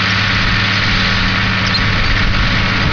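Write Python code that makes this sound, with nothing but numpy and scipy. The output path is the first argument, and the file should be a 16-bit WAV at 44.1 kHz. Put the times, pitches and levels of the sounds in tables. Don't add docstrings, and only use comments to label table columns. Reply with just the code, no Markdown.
import sys
import numpy as np
from scipy import signal
from scipy.fft import rfft, irfft
from scipy.io import wavfile
from scipy.ndimage import uniform_filter1d, map_coordinates

SR = 44100
rng = np.random.default_rng(int(sys.argv[2]) if len(sys.argv) > 2 else 0)


def output_pcm(signal):
    pcm = np.clip(np.atleast_2d(signal).T, -1, 1) * 32767
    wavfile.write(sys.argv[1], SR, np.round(pcm).astype(np.int16))


N = 128772
TIME, FREQS = np.arange(N) / SR, np.fft.rfftfreq(N, 1 / SR)
FIRING_HZ, CYLINDERS = 103.01, 6

FIRING_ACCENTS = [0.33, 0.33, 1.1, -0.82, 0.13, -2.2]
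# (frequency [Hz], relative level [dB])
CLATTER_EQ = [(500, -16.5), (800, -10), (1000, -9.5), (1190, -6), (1250, -1.5), (1650, -1), (2000, 0),
              (2600, -2), (3200, -5), (4600, -6.5), (5500, -19.5)]
# (frequency [Hz], width [Hz], gain [dB])
PANEL_RESONANCES = [(1291, 28, 7), (1406, 26, 6), (1461, 28, 6), (1542, 20, 6), (1810, 70, 3),
                    (1872, 22, 4), (1927, 18, 5), (1966, 20, 5), (2062, 22, 5), (2125, 35, -6),
                    (2180, 28, 5), (2247, 32, 6), (2402, 40, 5)]
# (time [s], level [dB])
CLATTER_RIDE = [(0, -15), (1.0, -15.5), (1.5, -16.5), (2.2, -16), (2.9, -16)]
# (harmonic [multiple of the cycle rate], level [dB])
EXHAUST_PARTIALS = [(3, -43.5), (4, -42.5), (5, -36), (6, -22), (7, -35.5), (8, -37.5), (9, -39),
                    (10, -41.5), (12, -36), (13, -42), (14, -48), (15, -53), (16, -41), (17, -42),
                    (18, -44), (25, -44), (26, -44.5), (30, -46.5), (33, -41.5)]
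# (frequency [Hz], relative level [dB])
RUSH_EQ = [(100, -3), (200, -2.5), (245, 3.5), (290, 0.5), (350, -6.5), (410, -5.5), (560, -0.5),
           (780, -6.5), (950, -1), (1400, -17.5)]
# (time [s], level [dB])
RUSH_RIDE = [(0, -28.5), (.8, -29), (1.5, -27.5), (2.0, -25.5), (2.4, -26), (2.9, -23.5)]
# (pitch [Hz], level [dB], flutter depth [0-1])
WHINE_TONES = [(187.7, -25.5, 0.23), (966, -45, 0), (1075, -40, 0), (1133.2, -31, 0.06)]
# (time [s], level [dB])
SING_RIDE = [(0, -25), (1.1, -30.5), (1.6, -28.5), (2.9, -36)]
# (frequency [Hz], relative level [dB])
RATTLE_EQ = [(500, -22.5), (1500, -21), (2800, -5.5), (3800, -2), (4600, -2), (5000, -3.5), (5500, -13.5)]
# (time [s], level [dB])
RATTLE_RIDE = [(0, -21.5), (.6, -22), (1.05, -18.5), (1.3, -23.5), (1.55, -28.5), (1.9, -26.5), (2.3, -23),
               (2.55, -25.5), (2.9, -28.5)]
# (frequency [Hz], relative level [dB])
WIND_EQ = [(8, -5), (25, -3.5), (50, -3.5), (80, -16), (130, -11), (200, -18), (300, -22), (600, -41.5),
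           (1500, -58.5)]
# (time [s], level [dB])
WIND_RIDE = [(0, -37.5), (.3, -26), (.55, -15.5), (.7, -34.5), (.87, -18.5), (1.15, -22), (1.4, -24),
             (1.7, -28), (1.9, -16.5), (2.15, -20), (2.5, -18), (2.7, -23.5), (2.92, -17.5)]
# (centre time [s], length [s], level [dB], upper edge [Hz])
WIND_GUSTS = [(0.369, 0.032, -14, 85), (0.473, 0.066, -17, 50), (1.245, 0.038, -12.5, 54.4),
              (1.809, 0.027, -16.5, 50), (2.008, 0.032, -13, 65), (2.059, 0.021, -10, 120),
              (2.129, 0.11, -14, 53.8), (2.212, 0.089, -23, 197), (2.26, 0.043, -11, 59.1),
              (2.294, 0.055, -7.5, 110), (2.411, 0.045, -14.5, 84), (2.631, 0.042, -14, 70),
              (2.873, .05, -8, 190)]
# (time [s], length [s], start pitch [Hz], end pitch [Hz], level [dB], rasp [0-1])
BIRD_NOTES = [(.095, .026, 5400, 5350, -26, .15), (.634, .032, 3400, 3520, -22, .15),
              (1.63, .022, 3000, 3250, -22, .6), (1.663, .016, 5350, 5020, -16.5, .2),
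              (1.668, .022, 4950, 4680, -19, .25), (1.664, .02, 3250, 2950, -20, .3),
              (1.735, .013, 3500, 3700, -19, .1), (1.741, .032, 4150, 4200, -6, .02),
              (1.77, .018, 4600, 4900, -20, .3), (2.036, .055, 4500, 4550, -20.5, .02),
              (2.814, .034, 4780, 4820, -25.5, .05)]
# (frequency [Hz], gain [dB])
CAMERA_EQ = [(0, 0.5), (4700, -2.5), (5500, -2), (6000, -12.5), (6400, -22.5), (6800, -36.5), (7100, -47.5),
             (7400, -67)]


def amp(db):
    return 10 ** (np.asarray(db) / 20)


def unit(x):
    return x / np.sqrt(np.mean(x ** 2) + 1e-20)


def fader(ride):
    return amp(np.interp(TIME, *np.transpose(ride)))


def colour(x, eq, lift_db=0):
    hz, db = np.transpose(eq)
    curve_db = np.interp(np.log(FREQS + 1), np.log(hz + 1), db)
    return unit(irfft(rfft(x) * amp(curve_db + lift_db), N))


def drift(hz):
    return unit(irfft(rfft(rng.standard_normal(N)) / (1 + (FREQS / hz) ** 4) * (FREQS > 0), N))


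def tone(turns, flutter):
    return np.sqrt(2) * np.cos(2 * np.pi * (turns + rng.random())) * (1 + flutter * drift(hz=4.2))


def engine_clatter(cycles, decay_s=.01, floor=1.1):
    period = round(SR * CYLINDERS / FIRING_HZ)
    pattern = unit(irfft(np.exp(2j * np.pi * rng.random(period // 2 + 1)), period))
    loop = map_coordinates(pattern, [cycles % 1 * period], order=3, mode="grid-wrap")
    firings = cycles * CYLINDERS
    accents = amp(FIRING_ACCENTS)[firings.astype(int) % CYLINDERS]
    since_firing_s = firings % 1 / FIRING_HZ
    knocks = accents * (floor + np.exp(-since_firing_s / decay_s))
    loop_share = .67 / (1 + (FREQS / 2300) ** 4)
    looped = np.sqrt(loop_share) * rfft(loop * knocks)
    fresh = np.sqrt(1 - loop_share) * rfft(rng.standard_normal(N) * knocks)
    ring_db = sum(db / (1 + (2 * (FREQS - hz) / width) ** 2) for hz, width, db in PANEL_RESONANCES)
    return colour(irfft(looped + fresh, N), CLATTER_EQ, ring_db) * fader(CLATTER_RIDE)


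def exhaust_drone(cycles, flutter=.16):
    pulses = sum(-np.sqrt(2) * amp(db) * np.cos(2 * np.pi * k * cycles)
                 for k, db in EXHAUST_PARTIALS if k % CYLINDERS == 0)
    burble = sum(amp(db) * tone(k * cycles, flutter) for k, db in EXHAUST_PARTIALS if k % CYLINDERS)
    return pulses * (1 + flutter * drift(hz=32)) + burble


def exhaust_rush():
    return colour(rng.standard_normal(N), RUSH_EQ) * fader(RUSH_RIDE)


def fan_and_gears(cycles):
    engine_time = cycles * CYLINDERS / FIRING_HZ
    return sum(amp(db) * tone(hz * engine_time, flutter) for hz, db, flutter in WHINE_TONES)


def singing_panel(pitch_hz=1801, half_width_hz=25):
    phase = 2 * np.pi * pitch_hz * TIME
    ring = drift(half_width_hz) * np.cos(phase) + drift(half_width_hz) * np.sin(phase)
    return ring * fader(SING_RIDE)


def planter(clinks_per_s=350, decay_s=.0049, clink_share=.4):
    t, clinks = np.arange(0, .04, 1 / SR), np.zeros(N)
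    pitches = np.geomspace(2400, 5400, num=24)
    for hz in pitches:
        hits = rng.random(N) < clinks_per_s / len(pitches) / SR
        accents = amp(.5 * np.minimum(rng.exponential(1, N), 4))
        ping = np.exp(-t / decay_s) * np.sin(2 * np.pi * hz * t)
        clinks += signal.oaconvolve(hits * accents, ping)[:N]
    scrape = rng.standard_normal(N) * amp(.43 * drift(hz=40))
    metal = np.sqrt(clink_share) * colour(clinks, RATTLE_EQ)
    soil = np.sqrt(1 - clink_share) * colour(scrape, RATTLE_EQ)
    return (metal + soil) * fader(RATTLE_RIDE)


def wind(push_share=.3):
    out = colour(rng.standard_normal(N), WIND_EQ) * fader(WIND_RIDE)
    for centre, length, db, edge_hz in WIND_GUSTS:
        swell = np.exp(-(2 * (TIME - centre) / length) ** 2)
        puff = swell * drift(edge_hz)
        push_time = (TIME - centre) * edge_hz * np.pi / 2
        push = (1 - 2 * push_time ** 2) * np.exp(-push_time ** 2)
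        gust = np.sqrt(1 - push_share) * unit(puff) + np.sqrt(push_share) * unit(push)
        out += amp(db) * np.sqrt(np.mean(swell ** 2)) * gust
    return out


def bird(trill_hz=150, trill_depth=.2, swing_hz=50, rasp_hz=350):
    out = np.zeros(N)
    rasp = (drift(rasp_hz) + 1j * drift(rasp_hz)) / np.sqrt(2)
    for onset, length, start_hz, end_hz, db, rough in BIRD_NOTES:
        t = np.arange(0, length, 1 / SR)
        trill = np.sin(2 * np.pi * trill_hz * t)
        hz = start_hz + (end_hz - start_hz) * t / length + swing_hz * trill
        envelope = np.sin(np.pi * t / length) * (1 + trill_depth * trill)
        grain = np.sqrt(1 - rough) + np.sqrt(rough) * np.interp(onset + t, TIME, rasp)
        voice = grain * np.exp(2j * np.pi * np.cumsum(hz) / SR)
        start = round(onset * SR)
        out[start:start + len(t)] += amp(db) * envelope * unit(voice.real)
    return out


def scene():
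    speed = 1 + .0022 * drift(hz=3.24)
    cycles = np.cumsum(speed) * FIRING_HZ / CYLINDERS / SR
    exhaust = exhaust_drone(cycles) + exhaust_rush()
    tractor = exhaust + fan_and_gears(cycles) + engine_clatter(cycles) + singing_panel()
    mono = tractor + planter() + wind() + bird()
    return np.array([mono, mono])


def record(dry):
    threshold_db, slope, window_s, release_db_per_s = -11.5, .71, .0047, 254.5
    camera_hz, cutoff_hz = 11025, 7160
    power_db = 10 * np.log10(abs(uniform_filter1d(dry[0] ** 2, int(window_s * SR))) + 1e-12)
    release = TIME * release_db_per_s
    detector_db = np.maximum.accumulate(power_db + release) - release
    over_db = np.maximum(detector_db - threshold_db, 0)
    limited = dry * amp(-slope * uniform_filter1d(over_db, size=100))
    narrow = irfft(rfft(limited) * (FREQS < camera_hz / 2), N)
    step = round(SR / camera_hz)
    mirrored = narrow * step * (np.arange(N) % step == 0)
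    dulled = irfft(rfft(mirrored) * amp(np.interp(FREQS, *np.transpose(CAMERA_EQ))), N)
    high_cut = signal.firwin(511, cutoff_hz, window=("kaiser", 9), fs=SR)
    return signal.oaconvolve(dulled, high_cut[None], "same")


dry = scene()
out = record(dry)
output_pcm(out)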